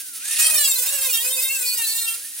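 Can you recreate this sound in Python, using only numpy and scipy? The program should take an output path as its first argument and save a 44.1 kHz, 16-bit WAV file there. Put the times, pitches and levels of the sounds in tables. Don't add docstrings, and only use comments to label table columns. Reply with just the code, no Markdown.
import sys
import numpy as np
from scipy import signal
from scipy.fft import rfft, irfft, next_fast_len
from scipy.io import wavfile
from scipy.ndimage import uniform_filter1d, map_coordinates

SR = 44100
rng = np.random.default_rng(int(sys.argv[2]) if len(sys.argv) > 2 else 0)


def int16_out(signal):
    q = np.round(np.clip(np.atleast_2d(signal).T, -1, 1) * 32767)
    wavfile.write(sys.argv[1], SR, q.astype(np.int16))


def undo_db(level):
    steps = np.asarray(level, float) / 20
    return 10 ** steps


N = 105840

# f/Hz, width/Hz, level/dB
GUARD = [(8880, 260, 3.5), (9890, 410, 7.5), (4920, 55, -9)]


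def unit(x):
    return x / np.sqrt(np.mean(x ** 2) + 1e-20)


def along(points, hz):
    f, value = np.transpose(points)
    return np.interp(np.log(hz + 1), np.log(f + 1), value)


def curves(rows, size=1):
    s, *columns = np.transpose(rows)
    t = np.arange(N) / SR
    return [uniform_filter1d(np.interp(t, s, c), size, mode="nearest") for c in columns]


def wobble(rate):
    step = np.arange(0, N + 32, 32)
    knots = rng.standard_normal(600)
    return np.interp(np.arange(N), step, map_coordinates(knots, [step * np.clip(rate, 0, 240) / SR]))


def filtered(x, response):
    m = next_fast_len(N + SR // 2)
    return irfft(rfft(x, m) * response(np.fft.rfftfreq(m, 1 / SR)), m)[..., :N]


def noise(spectrum, patchy_db):
    z = signal.stft(rng.standard_normal(N), nperseg=512)[2]
    field = rng.standard_normal(z.shape)
    field = uniform_filter1d(uniform_filter1d(field, 6, 0), 8, 1)
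    x = signal.istft(z * undo_db(patchy_db * unit(field)), nperseg=512)[1][:N]
    return unit(filtered(x, lambda hz: undo_db(along(spectrum, hz))))


def ringing(x, modes, db):
    def response(f):
        rings = sum(undo_db(g) * 1j * f * w / (c * c - f * f + 1j * f * w) for c, w, g in modes)
        return 1 + undo_db(db) * rings
    return filtered(x, response)


def shaft():
    # t/s, f/Hz (turns a second)
    run_up = [
        (0, 552.2),
        (.16, 441.4),
        (.195, 424),
        (.25, 546),
        (.31, 601),
        (.39, 624.5),
    ]
    pushes = [(.46, 638), (.55, 619), (.6, 590), (.69, 540), (.77, 512), (.83, 499), (.89, 537), (.93, 562),
              (.965, 560),
              (.99, 536), (1.055, 535), (1.1, 492), (1.145, 460), (1.195, 456), (1.235, 493), (1.325, 528),
              (1.36, 522), (1.395, 505),
              (1.43, 527), (1.485, 530), (1.53, 551), (1.64, 491), (1.75, 490), (1.82, 456), (1.875, 438),
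              (1.915, 443), (1.97, 463)]
    lift = [
        (2.02, 466.2),
        (2.081, 454.5),
        (2.16, 456.3),
        (2.271, 613),
        (2.4, 633),
    ]
    wander, slip_s = .001, .005
    hz = curves(run_up + pushes + lift, size=1100)[0]
    slip = slip_s * np.gradient(hz) * SR * wobble(120)
    hz = hz * (1 + wander * wobble(39.8)) + slip
    return hz, 2 * np.pi * np.cumsum(hz) / SR


def struck_panel(hz, angle):
    # f/Hz, level/dB
    strike = [(1000, -20.5), (1500, -17.5), (3000, -12), (6000, -7.5), (9000, -1), (12000, -4), (16000, -2)]
    # f/Hz, width/Hz, level/dB
    panel = [(1800, 180, -2.5), (2463, 16, 7), (2715, 120, -0.5), (3227, 11, -3), (3680, 20, 5),
             (4080, 15, -8), (4326, 15, 5), (7610, 51, -2), (8330, 87, -10.5)]
    orders = 0
    for k in range(2, 37):
        rate = 32 + 1.4 * k
        phase = k * angle + rng.uniform(0, 2 * np.pi) + 1.1 * wobble(rate)
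        level_db = along(strike, k * hz) + 4 * wobble(rate)
        orders = orders + undo_db(level_db) * (k * hz < 17000) * np.sin(phase)
    strikes = ringing(orders, panel, 5.5)
    steady_s = .045
    power = abs(uniform_filter1d(strikes ** 2, round(steady_s * SR)))
    return strikes / np.sqrt(power + 1e-9), panel


def rim_grit(angle, share, panel):
    # f/Hz, level/dB per Hz
    colour = [(110, -66), (260, -40.5), (850, -15.5), (2500, -13), (6600, -6.5), (8500, -5.5),
              (10200, -12.5), (12500, -10.5), (16000, -26)]
    pulse = 1 + .7 * np.cos(angle)
    grit = unit(ringing(noise(colour, patchy_db=2.5) * pulse, panel + GUARD, 3))
    edges_hz = np.array([[1300], [6500]])
    low, below = filtered(grit, lambda f: 1 / (1 + (f / edges_hz) ** 4))
    middle = (below - low) / np.sqrt(1 + (.45 * share) ** 2)
    return grit - below + middle + low * np.minimum(share, 1)


def cut(hz, angle, chatter_db):
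    # t/s, level/dB
    pressure = [(.18, -55), (.2, -40.5), (.25, -29), (.31, -24), (.382, -24), (0.391, -15.5),
                (0.408, -16.5), (.418, -22), (.428, -18.5), (.485, -18), (.515, -22.5), (.525, -19.5),
                (0.699, -20.5), (.9, -24.5), (1.16, -22.5), (1.25, -24), (1.55, -26.5), (1.75, -26.5),
                (1.84, -25.5), (1.92, -25.5), (2.1, -27), (2.14, -28.5), (2.17, -36), (2.22, -47)]
    # t/s, regular strikes over grit/dB
    seated = [(.37, -18), (.39, -4), (.51, -1), (.56, 7), (.7, 8), (.82, 14), (.86, 2), (1.05, 6),
              (1.18, 12), (1.24, 6), (1.46, 12), (1.58, 7), (1.68, 16), (1.8, 10), (1.93, 9), (2, 15),
              (2.13, 14), (2.17, -8)]
    # t/s, level/dB
    imbalance = [(.2, -86), (.4, -48), (.62, -46), (.7, -50.5), (.9, -46), (1.1, -50), (1.17, -75),
                 (1.27, -46), (1.52, -51.5), (1.6, -47), (1.78, -60), (2.2, -67)]
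    pressure_db, shake_db = curves(pressure, size=150)[0], curves(imbalance)[0]
    share = undo_db(curves(seated)[0])
    touch_s = [pressure[0][0], pressure[1][0], pressure[-1][0], pressure[-1][0] + 0.024]
    touch = np.interp(np.arange(N) / SR, touch_s, [0, 1, 1, 0])
    strikes, panel = struck_panel(hz, angle)
    grit = rim_grit(angle, share, panel)
    mix = (share * strikes + grit) / np.sqrt(1 + share ** 2)
    shake = undo_db(shake_db + 4.4 * wobble(29.73)) * np.sin(angle + rng.uniform(0, 2 * np.pi))
    return touch * (undo_db(pressure_db + chatter_db) * mix + shake)


def squeals(angle):
    # t/s, length/s, shaft order, level/dB
    low_squeals = [(0.391, 0.092, 4, -28), (0.416, 0.085, 5, -28.5), (0.421, 0.045, 9, -24.5),
                   (0.426, 0.082, 8, -32), (0.441, 0.029, 7, -22), (0.491, 0.056, 4, -27.8),
                   (0.53, 0.105, 3, -33.8), (0.555, 0.051, 9, -27), (0.57, 0.081, 7, -28.5),
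                   (0.595, 0.094, 5, -33.5), (0.605, 0.078, 8, -32), (0.625, 0.056, 6, -29.5),
                   (0.635, 0.07, 9, -30.5), (0.665, 0.086, 5, -39.5), (0.71, 0.034, 7, -27),
                   (0.745, 0.038, 8, -29), (0.865, 0.05, 7, -35.5), (0.875, 0.11, 5, -41.5),
                   (0.954, 0.035, 8, -37), (1.039, 0.039, 7, -27.5), (1.079, 0.044, 5, -33),
                   (1.109, 0.096, 6, -33.4), (1.134, 0.042, 8, -29), (1.154, 0.064, 7, -29),
                   (1.194, 0.047, 8, -33), (1.244, 0.053, 5, -35.5), (1.309, 0.059, 7, -32.5),
                   (1.359, 0.08, 10, -34), (1.364, 0.049, 5, -30), (1.438, 0.06, 7, -30.5),
                   (1.443, 0.081, 4, -37.5), (1.483, 0.096, 5, -27.5), (1.493, 0.064, 8, -38),
                   (1.623, 0.048, 5, -27), (1.653, 0.095, 9, -25.5), (1.658, 0.055, 10, -33),
                   (1.688, 0.064, 5, -35), (1.718, 0.066, 10, -35.9), (1.778, 0.082, 6, -33.5),
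                   (1.788, 0.029, 8, -30), (1.793, 0.05, 4, -33.5), (1.822, 0.051, 9, -30),
                   (1.847, 0.095, 10, -30.5), (1.912, 0.02, 9, -29), (1.927, 0.13, 9, -35.0),
                   (1.967, 0.043, 6, -44), (2.057, 0.057, 6, -29.5), (2.062, 0.075, 7, -38)]
    # t/s, length/s, shaft order, level/dB
    high_squeals = [(0.366, 0.022, 26, -52), (0.396, 0.087, 13, -23.5), (0.406, 0.13, 14, -21.5),
                    (0.416, 0.035, 12, -26.8), (0.446, 0.065, 16, -23), (0.451, 0.035, 24, -33),
                    (0.505, 0.115, 17, -25.5), (0.51, 0.036, 25, -47), (0.61, 0.033, 13, -19),
                    (0.645, 0.096, 14, -23.5), (0.65, 0.045, 24, -30), (0.655, 0.085, 25, -40),
                    (0.68, 0.029, 28, -43), (0.69, 0.066, 16, -31), (0.79, 0.041, 29, -33.2),
                    (0.925, 0.052, 18, -28), (0.94, 0.037, 14, -26), (0.989, 0.085, 19, -40),
                    (1.119, 0.057, 28, -29), (1.129, 0.043, 12, -26), (1.134, 0.046, 26, -29),
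                    (1.269, 0.11, 16, -28.2), (1.324, 0.071, 26, -32.1), (1.418, 0.071, 26, -34),
                    (1.423, 0.064, 27, -27), (1.498, 0.16, 15, -35.5), (1.503, 0.07, 26, -32),
                    (1.508, 0.048, 25, -39), (1.598, 0.039, 17, -25), (1.613, 0.033, 24, -24.5),
                    (1.623, 0.046, 26, -43), (1.653, 0.11, 24, -33.5), (1.798, 0.063, 23, -26),
                    (1.897, 0.085, 18, -34), (2.042, 0.1, 19, -33.5), (2.067, 0.04, 25, -29.5)]
    # t/s, level/dB
    third_whine = [(0, -49), (.1, -61.5), (.2, -59), (.25, -45.5), (.32, -43), (.45, -46), (.6, -47),
                   (.75, -53), (1, -43.5), (1.2, -62), (1.55, -45), (1.8, -56.5), (2.1, -48.5),
                   (2.16, -48.5), (2.19, -73), (2.24, -50), (2.29, -57.5), (2.4, -58)]
    edge_s = .014
    out, flutter = np.zeros(N), undo_db(-2 + 2.2 * wobble(70))
    rows = list(low_squeals) + list(high_squeals)
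    for (s, length, order, db), turn in zip(rows, rng.uniform(0, 2 * np.pi, len(rows))):
        t = np.arange(round((length + edge_s) * SR)) / SR
        to_end = np.minimum(t, t[-1] - t)
        shape = np.sin(np.pi / 2 * np.clip(to_end / (2 * edge_s), 0, 1)) ** 2
        start = round((s - edge_s / 2) * SR)
        span = slice(start, start + len(t))
        out[span] += np.sqrt(2) * undo_db(db) * shape * np.sin(round(order) * angle[span] + turn)
    third = np.sqrt(2) * undo_db(curves(third_whine)[0] + 1.3 * wobble(30.5)) * np.sin(3 * angle)
    return flutter * out + third


def motor(angle):
    # shaft order, level/dB over the fan
    whine = [(1, -41.5)]
    # f/Hz, level/dB per Hz
    fan = [(250, -61), (450, -32), (1200, -23), (1450, -15), (3500, -9), (8000, -5.5), (11500, -5.5),
           (14000, -7), (16000, -6.5)]
    lines = sum(undo_db(db + 5 * wobble(9.8)) * np.sin(k * angle) for k, db in whine)
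    blow = unit(ringing(noise(fan, patchy_db=-0.5), GUARD, 0))
    return undo_db(-34.5 + 2.5 * wobble(25.2)) * (blow + lines)


def bumps():
    # t/s, level/dB
    knocks = [
        (.325, -62),
        (.409, -59),
        (.479, -59),
        (1.599, -70),
        (1.839, -74),
        (2.139, -75),
    ]
    bump_s = 0.0055
    out, u = np.zeros(N), np.arange(SR // 20) / SR / bump_s
    for s, db in knocks:
        out[round(s * SR):][:len(u)] += undo_db(db - 10) * u * (2 - u) * np.exp(-u)
    return out


def ports(mid, other):
    # f/Hz, side over mid/dB
    width = [(60, -18), (550, -29), (1400, -17.5), (2800, -3.5), (9000, -5), (14000, 1)]
    shared, lean_rad, pan_db = 0.36, 0.61, 0.04
    weights = np.array([[shared * 1j * np.exp(1j * lean_rad)], [np.sqrt(1 - shared ** 2)]])
    side = filtered(np.array([mid, other]), lambda hz: undo_db(along(width, hz)) * weights).sum(0)
    return np.array([mid + side, mid - side]) * undo_db([[pan_db], [-pan_db]])


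def shed(x):
    # f/Hz, t60/s
    decay = [(300, 1), (3000, 0.81), (14000, 0.033)]
    hz, t, z = signal.stft(rng.standard_normal((2, SR // 2)), SR, nperseg=256)
    tail = signal.istft(z * undo_db(-60 * t / along(decay, hz)[:, None]), SR, nperseg=256)[1]
    late = np.pad(x, (600, 0))[None]
    return signal.fftconvolve(late, tail / np.linalg.norm(tail[0]), axes=1)[:, :N]


def rumble():
    # f/Hz, level/dB per Hz
    floor = [(12, -54), (20, -42), (80, -17.5), (250, -1), (305, 8.5), (330, 1), (500, -3.5), (650, -60),
             (1100, -120)]
    return noise(floor, patchy_db=1) + .3 * noise(floor, patchy_db=1) * np.array([[1], [-1]])


def scene():
    hz, angle = shaft()
    chatter_db = 1.9 * np.tanh(3 * wobble(85))
    tool, other = (motor(angle) + cut(hz, angle, chatter_db) + squeals(angle) for _ in range(2))
    return ports(tool, other) + undo_db(-20) * shed(tool) + undo_db(-66.5) * rumble() + bumps()


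def top_cut(x):
    return signal.sosfilt(signal.butter(12, 16790, fs=SR, output="sos"), x)


def record(dry):
    top_hz = 15850
    mix = filtered(dry, lambda hz: hz < top_hz)
    return top_cut(mix)


dry = scene()
out = record(dry)
int16_out(out)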